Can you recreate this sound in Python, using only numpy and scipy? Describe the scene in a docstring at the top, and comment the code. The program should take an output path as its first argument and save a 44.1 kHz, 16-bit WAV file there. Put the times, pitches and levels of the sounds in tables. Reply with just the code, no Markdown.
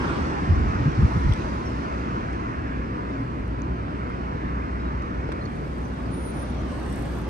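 """A city intersection heard from the sidewalk through two microphone openings set close together.
Filtered noise makes the avenue's engines and tyres, and the cars that leave, turn in and cross; hiss and fizz lie above.
Wavering sine waves make the idling bus, booming engines, singing treads and thin brake squeals, most of them late.
Short bursts of noise make the early gusts on the microphone, a few ticks, and a fine rattle near the end.
"""
import sys
import numpy as np
from scipy import signal
from scipy.fft import rfft, irfft
from scipy.io import wavfile
from scipy.ndimage import uniform_filter1d

SR = 44100
rng = np.random.default_rng(int(sys.argv[2]) if len(sys.argv) > 2 else 0)


def pcm_store(signal):
    """Save signal as 16-bit PCM."""
    levels = np.round(np.clip(np.atleast_2d(signal), -1, 1) * 32767)
    wavfile.write(sys.argv[1], SR, levels.astype(np.int16).T)


N = 321489  # samples, about 7.3 s

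# Noise colours. Each noise is later scaled as a whole, so only the differences in dB count.
# Tyre roar of the avenue: pitch_hz, relative_level_db (per Hz)
AVENUE_ROAR = [(250, 1), (380, -2.5), (500, -1.5), (650, -3), (820, -6), (1020, 2), (1300, -1.5),
               (1780, -16.5), (2100, -13), (2500, -19.5), (3100, -26), (4000, -30), (5500, -31.5),
               (7000, -41), (9000, -42.5), (13000, -100)]
# Brighter rush of the tyre treads: pitch_hz, relative_level_db (per Hz)
TREAD_RUSH = [(900, -30), (1300, 5.5), (1750, 6.5), (2100, -2), (2500, -5.5), (3100, -16), (4500, -59)]
# Engine rumble: pitch_hz, relative_level_db (per Hz)
ENGINE_RUMBLE = [(20, -32.5), (28, -15), (40, -14.5), (55, -7.5), (68, -1.5), (87, -8.5), (114, -5),
                 (165, -8.5), (259, -6.5), (350, -11), (440, -16), (600, -27), (1000, -92)]
# Airy hiss of the near cars: pitch_hz, relative_level_db (per Hz)
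CAR_HISS = [(2200, -4), (3300, 3.5), (4200, 3), (5500, 3), (6500, 0.5), (7500, -15), (11000, -79.5)]
# High fizz, also the colour of the rattle: pitch_hz, relative_level_db (per Hz)
FIZZ_COLOUR = [(5500, -16), (7300, -5), (8300, 0), (9400, -2), (10200, -11), (11000, -5), (11600, -4),
               (12300, -26), (16000, -38)]
# Tyre noise of the cars on each route: pitch_hz, relative_level_db (per Hz)
LEAVING_TYRES = [(100, -9.5), (300, 7), (450, 0), (650, -1), (920, 5.5), (1150, 3.5), (1650, -2.5),
                 (2050, -10.5), (2500, -10.5), (3200, -17.5), (4500, -21), (6800, -37), (8300, -27.5),
                 (9400, -41), (10500, -61), (15000, -81)]
TURNING_TYRES = [(100, 2.5), (200, 2.5), (330, -2.5), (600, -0.5), (850, -1), (1200, -4), (1700, -9),
                 (2300, -13), (3200, -20.5), (4500, -25), (7000, -46), (11000, -74.5), (14000, -60)]
CROSSING_TYRES = [(80, 9), (195, 12.5), (300, -2.5), (420, 0.5), (560, 7.5), (730, 0), (950, -0.5),
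                  (1250, -3), (1650, -6), (2200, -12), (3200, -17.5), (4500, -24.5), (7000, -36),
                  (9500, -58), (11300, -44), (12500, -62)]

# How the avenue reaches the two ports: pitch_hz, likeness (0 to 1), left_lead_radians, left_minus_right_db
AVENUE_PORTS = [(100, 0.99, -0.0, -0.0), (350, 0.74, -0.8, 0.5), (530, 0.34, -2.4, 3.3),
                (750, 0.68, -3.3, -0.7), (1030, 0.92, -3.1, -1.1), (1350, 0.9, -3.8, -1.5),
                (1800, 0.8, -4.5, -2.6), (2150, 0.82, -5.8, -2.8), (2700, 0.67, -6.2, -1.3),
                (3500, 0.43, -9.5, 0.8), (4300, 0.26, -12.3, 0.7), (6000, 0.14, -12.3, 4.9),
                (9000, 0.28, -12.3, -2.6)]
# Cars far down the avenue: nearest_s, roar_db, fade_s (until the roar is 3 dB down), tread_rush_db
DISTANT_CARS = [(.7, -31.5, 0.64, -40.5), (2.05, -33.5, 0.39, -44.5), (2.62, -41, 0.43, -42),
                (3.15, -37.5, 0.1, -52), (4.249, -37, 0.53, -45.5), (4.85, -39, 0.69, -46),
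                (5.28, -38.5, 0.41, -49)]
# Cars at the intersection: nearest_s, roar_db, fade_s (until the roar is 3 dB down), hiss_db, route
CLOSE_CARS = [(.07, -29, 0.206, -51.5, "leaving"), (1.25, -36.5, 0.36, -51.5, "leaving"),
              (3.5, -43, 1.05, -78, "turning"), (6.45, -39, 0.47, -62.5, "turning"),
              (7.05, -34, 0.52, -57, "crossing")]
# Level of the high fizz, before its flutter: time_s, level_db
FIZZ_LEVEL = [(0, -68), (.65, -81), (.88, -78), (1.08, -67.5), (1.55, -70.5), (1.8, -74), (2.1, -79),
              (2.45, -86), (3.4, -77), (3.7, -84), (4.05, -81.5), (5.2, -81), (5.5, -70), (5.95, -67.5),
              (6.62, -67.5), (6.9, -60), (7.29, -64)]
# Idling bus, before its wavering: time_s, firing_rate_hz, level_db
BUS_IDLE = [(1.5, 59.9, -35), (5.13, 59.86, -31.5), (5.45, 61.3, -36.5), (7.2, 59.9, -31.5)]
# Gusts on the microphone: start_s, length_s, level_db, centre_hz
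GUST_LIST = [(0.48, 0.066, -16, 76.5), (0.552, 0.043, -21, 62), (0.59, 0.088, -21.5, 64),
             (0.654, 0.056, -23, 62), (0.741, 0.05, -25, 72), (0.793, 0.044, -23.5, 113),
             (.852, 0.047, -17.5, 119), (.975, 0.042, -18.5, 89.5), (1.006, 0.065, -14.5, 83),
             (1.12, 0.126, -28.5, 80.5), (1.148, 0.036, -21, 133), (1.242, 0.046, -18.5, 71),
             (1.287, 0.038, -16.5, 79.5)]
# Small ticks and knocks, with peak levels before panning: start_s, body_db, centre_hz, spread_octaves,
# left_minus_right_db, crack_db, decay_s (the burst dies by a factor e in half this time)
TICK_LIST = [(1.029, -52, 5000, .6, 7, -39, 0.0014), (1.3233, -24, 3200, .17, 6, -33.5, 0.00088),
             (1.3354, -33, 3240, 0.17, 6, -32, 0.0026), (2.329, -44, 5500, .42, 4, -47, 0.0033),
             (3.478, -50, 8500, .4, -2, -56, .002), (3.6195, -36, 6300, 0.068, 4, -52, 0.001),
             (4.1005, -50, 9000, 0.17, 0, -50, .001), (4.1018, -25.5, 1010, 0.59, -10, -53, 0.002),
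             (5.022, -45, 5000, .6, 0, -48, 0.0011), (5.29, -18, 333, 0.7, 3, -48, 0.0025),
             (5.3184, -24, 1500, 0.43, -6, -39, 0.0021), (5.323, -25, 1500, 0.31, -3, -31.5, 0.002)]
# Resonances of the metallic crack in every tick: pitch_hz, spread_octaves, relative_level_db
CRACK_MODES = [(1400, .25, 3), (3620, 0.12, 4.5), (5400, 0.15, -1), (8500, 0.078, -3.5),
               (11500, 0.048, -20)]
# Brake squeals and chirps, before a shared lift in level: start_s, length_s, starting_pitch_hz, level_db,
# left_minus_right_db, pitch_jitter_hz
SQUEAL_LIST = [(1.652, .038, 5500, -54, 4, 130), (4.785, .12, 3880, -63, 0, 170),
               (4.79, .05, 5050, -66, 2, 170), (5.408, .025, 4180, -57, 3, 70),
               (5.451, .016, 4380, -51, 3, 70), (5.451, .015, 5880, -63, 4, 50),
               (5.451, .015, 6680, -63, 4, 50), (5.82, .065, 6080, -65, 6, 130),
               (6.235, .04, 5900, -65, 4, 130), (6.10, .24, 9515, -52, 0, 8), (6.32, .13, 9560, -53, 0, 10),
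               (6.43, .11, 9470, -64, 0, 30), (6.25, .3, 7190, -74, 0, 30), (6.67, .13, 8385, -63.5, 0, 16),
               (6.81, .22, 8380, -61.5, 0, 16), (7.03, .16, 8400, -66, 0, 18),
               (6.85, .42, 11350, -69, 0, 25)]
# Notes sung by tyre treads: start_s, length_s, pitch_hz, level_db
TREAD_NOTE_LIST = [(2.901, 0.17, 1136, -56), (4.8, 0.13, 970, -55)]
# Engine notes that stand out of the rumble: start_s, length_s, pitch_hz, level_db
DRONE_LIST = [(3.102, 0.16, 269.5, -34.5), (3.15, 0.18, 121.7, -36.5), (3.499, 0.24, 123, -38),
              (4.4, 2, 199.3, -50.5)]
# Peak level of the fine rattle, before its scatter: time_s, level_db
RATTLE_LEVEL = [(6.7, -60), (6.8, -48), (6.92, -40), (7.29, -52)]

RUMBLE_DB, PULL_AWAY_DB, PULL_AWAY_S = -31.5, 4, 1.47  # steady rumble; extra while cars pull away; how long
TREBLE_FALL = 2.1  # hiss falls with distance this many times as steeply as roar, in dB
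HISS_REACH = 2.17  # time scale of a car's hiss, as a multiple of its fade time
HISS_FLOOR_DB = -78  # hiss left between cars
SIDE_LAG_MS = 0.416  # delay between the ports for a sound from the side
SQUEAL_RISE_PER_S = 0.025  # share of its pitch that a squeal gains per second
RATTLE_HZ, RATTLE_SCATTER_DB = 31, 2.0  # ticks per second, and how much their strength varies

HOP = 512  # samples between noise frames, each four hops long
HZ = np.fft.rfftfreq(4 * HOP, 1 / SR)
FRAME_S = np.arange(N // HOP + 5)[:, None] * HOP / SR
TIME = np.arange(N) / SR


def gain_of(db):
    """Turns decibels into amplitude."""
    return 10 ** (np.asarray(db) / 20)


def evened(x):
    """Scales a signal to unit rms, its average strength."""
    return x / np.sqrt(np.mean(abs(x) ** 2) + 1e-20)


def along(rows, s):
    """Reads every column of a time curve at the times s."""
    at, *columns = np.transpose(rows)
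    return [np.interp(s, at, column) for column in columns]


def across(rows):
    """Reads every column of a spectrum at the frequencies HZ, on a log pitch axis."""
    pitch_hz, *columns = np.transpose(rows)
    return [np.interp(np.log(HZ + 1), np.log(pitch_hz + 1), column) for column in columns]


def sides(balance_db):
    """Gives left and right gains that keep the total power constant."""
    ratio = gain_of(balance_db)
    return np.array([ratio, np.ones_like(balance_db)]) * np.sqrt(2 / (1 + ratio ** 2))


def add(mix, s, sound):
    """Mixes a stereo sound in at time s, cutting it off at the end of the mix."""
    part = mix[:, round(s * SR):][:, :sound.shape[1]]
    part += sound[:, :part.shape[1]]


def waver(rate_hz):
    """Makes a smooth random curve of unit rms that moves mostly slower than the rate."""
    f = np.fft.rfftfreq(N, 1 / SR)
    slow_part = np.exp(-(f / rate_hz) ** 2) * (f > 0)
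    return evened(irfft(rfft(rng.standard_normal(N)) * slow_part, N))


def hump(f, centre_hz, octaves):
    """Shapes a bell-shaped band; octaves is its standard deviation."""
    return np.exp(-.5 * (np.log2((f + 1) / centre_hz) / octaves) ** 2)


def wash(spectrum, likeness, balance_db, patchy_db):
    """Stereo noise of unit rms with drifting patches; the complex likeness ties the two ports together."""
    a, b, c, d, patches = rng.standard_normal((5, len(FRAME_S), len(HZ)))
    patches = uniform_filter1d(patches, size=7, axis=0)  # smooth over time
    patches = evened(uniform_filter1d(patches, size=6, axis=1))  # then over frequency
    left = a + 1j * b
    own_share = np.sqrt(np.maximum(1 - abs(likeness) ** 2, 0))
    right = np.conj(likeness) * left + own_share * (c + 1j * d)
    colour = gain_of(across(spectrum)[0] + patchy_db * patches)
    frames = np.array([left, right]) * sides(balance_db + 0 * HZ)[:, None] * colour
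    _, noise = signal.istft(frames.swapaxes(1, 2), nperseg=4 * HOP, noverlap=3 * HOP)
    return evened(noise[:, :N])


def passing(s, db, fade_s, fall):
    """Power of a vehicle on a straight lane, nearest at s; fall 1 is the inverse square of its distance."""
    return gain_of(db) ** 2 / (1 + ((TIME - s) / fade_s) ** 2) ** fall


def tone(length, hz, wobble_hz, flutter_db, lead, wobble_rate_hz=73):
    """An unsteady tone of unit rms that swells and fades; the left port leads by some radians."""
    phase = 2 * np.pi * np.cumsum(hz + wobble_hz * waver(wobble_rate_hz)) / SR
    note = np.sin([phase + lead, phase]) * gain_of(flutter_db * waver(35))
    note = note[:, :int(length * SR)]
    return evened(note * signal.windows.tukey(note.shape[1], .4))


def snap(colour, decay_s):
    """A coloured stereo burst of unit peak that rises from zero and quickly dies."""
    t = np.arange(4 * HOP) / SR
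    noise = irfft(rfft(rng.standard_normal((2, len(t)))) * colour)
    burst = noise * t * np.exp(-2 * t / decay_s)
    return burst / abs(burst).max()


def avenue():
    """Engines, tyre roar and brighter tread rush are noises that swell as far cars pass, off to the right."""
    same, lead, balance_db = across(AVENUE_PORTS)
    likeness = np.clip(same, 0, 1) * np.exp(1j * lead)
    effort_db = RUMBLE_DB + PULL_AWAY_DB * np.exp(-(TIME / PULL_AWAY_S) ** 2)
    engines = wash(ENGINE_RUMBLE, likeness, balance_db, patchy_db=0.6) * gain_of(effort_db)
    roar_power = sum(passing(s, db, fade_s, 1.0) for s, db, fade_s, _ in DISTANT_CARS)
    rush_power = sum(passing(s, db, fade_s, 1.63) for s, _, fade_s, db in DISTANT_CARS)
    roar = wash(AVENUE_ROAR, likeness, balance_db, patchy_db=2.5) * np.sqrt(roar_power)
    rush = wash(TREAD_RUSH, likeness, balance_db, patchy_db=2.0) * np.sqrt(rush_power)
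    return engines + roar + rush


def car(spectrum, route, ahead_s, sweep_s, direct, shade_db, port_gap_ms=0.98):
    """Tyre noise moves from left towards right, straight ahead at ahead_s; echoes are alike only in the bass."""
    khz, share = HZ / 10 ** 3, np.clip(direct, 0, 1)
    lag_ms = SIDE_LAG_MS * np.tanh((FRAME_S - ahead_s) / sweep_s)  # left port's delay behind the right
    straight = share * np.exp(-2j * np.pi * khz * lag_ms)
    echoes = (1 - share) * np.sinc(2 * khz * port_gap_ms)
    balance_db = shade_db * hump(HZ, 870, 0.86)  # negative: weaker on the left
    noise = wash(spectrum, straight + echoes, balance_db, patchy_db=3.0)
    power = sum(passing(s, db, fade_s, 1) for s, db, fade_s, _, way in CLOSE_CARS if way == route)
    return noise * np.sqrt(power)


def hiss(flutter_db=1.6):
    """Each near car brings an airy hiss on the left; above it runs a high, flickering fizz."""
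    air_power = gain_of(HISS_FLOOR_DB) ** 2
    for s, _, fade_s, hiss_db, _ in CLOSE_CARS:
        air_power = air_power + passing(s, hiss_db, fade_s * HISS_REACH, TREBLE_FALL)
    air = wash(CAR_HISS, 0.1, 9.2 * hump(HZ, 5100, 0.73), patchy_db=3.5)
    fizz = wash(FIZZ_COLOUR, .6 * np.exp(1.2j), -1, patchy_db=1.5)
    fizz_db = along(FIZZ_LEVEL, TIME)[0] + flutter_db * waver(60)
    return air * np.sqrt(air_power) + fizz * gain_of(fizz_db)


def idling_bus(first_db=-1.5, second_db=-14, third_db=-19):
    """Diesel firing note with two overtones, each wavering on its way over the street."""
    hz, level_db = along(BUS_IDLE, TIME)
    turns = np.cumsum(hz + 0.75 * waver(6.4)) / SR  # firing cycles so far
    note = 0
    for k, db in enumerate([first_db, second_db, third_db], 1):
        strength = gain_of(db + 2.0 * waver(7.4))
        note = note + strength * np.sin(2 * np.pi * (k * turns + rng.random()))
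    return np.sqrt(2) * gain_of(level_db) * note


def gusts(octaves=0.39, apart=0.18, lumpiness=0.78, skirt=0.12, skirt_ratio=2.04):
    """Each eddy gives the microphone a short low shove with a weaker flutter above, nearly alike at both ports."""
    out, f = np.zeros((2, N)), np.fft.rfftfreq(SR, 1 / SR)
    for s, length, db, hz in GUST_LIST:
        colour = hump(f, hz, octaves) + skirt * hump(f, hz * skirt_ratio, octaves)
        swirl = signal.hilbert(irfft(rfft(rng.standard_normal((2, SR))) * colour))
        strength = uniform_filter1d(abs(swirl), size=400)
        # lumpiness 1 keeps the natural ups and downs, 0 flattens them
        levelled = swirl.real * strength ** (np.clip(lumpiness, 0, 1) - 1)
        shared, own = levelled[:, :int(length * SR)]
        eddy = np.array([shared + apart * own, shared - apart * own])
        eddy = eddy * signal.windows.tukey(len(own), .4)
        add(out, s, gain_of(db) * evened(eddy))
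    return out


def ticks():
    """Small hard contacts: each has a body of its own colour and decay under the same metallic crack."""
    out = np.zeros((2, N))
    metal = sum(gain_of(db) * hump(HZ, hz, octaves) for hz, octaves, db in CRACK_MODES)
    for s, db, hz, octaves, pan_db, crack_db, decay_s in TICK_LIST:
        body = gain_of(db) * snap(hump(HZ, hz, octaves), decay_s)
        crack = gain_of(crack_db) * snap(metal, decay_s)
        add(out, s, sides(pan_db)[:, None] * (body + crack))
    return out


def brakes(level_db=0.5):
    """Brake discs sing in single modes, each a jittery tone creeping up in pitch as the pads press."""
    out = np.zeros((2, N))
    for s, length, hz, db, pan_db, jitter_hz in SQUEAL_LIST:
        pitch = hz * (1 + SQUEAL_RISE_PER_S * TIME)  # time counts from the start of the squeal
        squeal = tone(length, pitch, jitter_hz, flutter_db=3.0, lead=1.8, wobble_rate_hz=400)
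        add(out, s, gain_of(db + level_db) * sides(pan_db)[:, None] * squeal)
    return out


def tread_notes():
    """Tyre treads sing briefly in a fuzzy note, far to the right."""
    out = np.zeros((2, N))
    for s, length, hz, db in TREAD_NOTE_LIST:
        add(out, s, gain_of(db) * tone(length, hz, wobble_hz=45, flutter_db=-2.0, lead=-3.0))
    return out


def drones():
    """Engines under load boom through the rumble, each as one slightly wobbling tone."""
    out = np.zeros((2, N))
    for s, length, hz, db in DRONE_LIST:
        add(out, s, gain_of(db) * tone(length, hz, wobble_hz=5.2, flutter_db=0.0, lead=-0.11))
    return out


def rattle(decay_s=.0035):
    """A fine, even ticking in the colour of the fizz, like a coasting freewheel, swells and fades."""
    out = np.zeros((2, N))
    for s in np.arange(RATTLE_LEVEL[0][0], TIME[-1], 1 / RATTLE_HZ):
        db = along(RATTLE_LEVEL, s)[0] + RATTLE_SCATTER_DB * rng.standard_normal()
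        add(out, s, gain_of(db) * snap(gain_of(across(FIZZ_COLOUR)[0]), decay_s))
    return out


def scene():
    """Adds up the whole street at the two ports."""
    leaving = car(LEAVING_TYRES, "leaving", ahead_s=-0.19, sweep_s=0.4, direct=0.5, shade_db=-3.5)
    turning = car(TURNING_TYRES, "turning", ahead_s=8.6, sweep_s=0.72, direct=0.56, shade_db=-3.0)
    crossing = car(CROSSING_TYRES, "crossing", ahead_s=6.6, sweep_s=5.7, direct=0.41, shade_db=-2)
    traffic = avenue() + leaving + turning + crossing + hiss() + tread_notes()
    return traffic + idling_bus() + gusts() + ticks() + brakes() + drones() + rattle()


def record(dry):
    """The microphone rolls off the deep bass, then a steep filter removes the highest treble."""
    bass_cut = signal.butter(4, 31, "highpass", fs=SR, output="sos")
    treble_cut = signal.firwin(511, 15700, window=("kaiser", 9), fs=SR)
    thinned = signal.sosfilt(bass_cut, dry)
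    return signal.oaconvolve(thinned, treble_cut[None], "same")


dry = scene()
out = record(dry)
pcm_store(out)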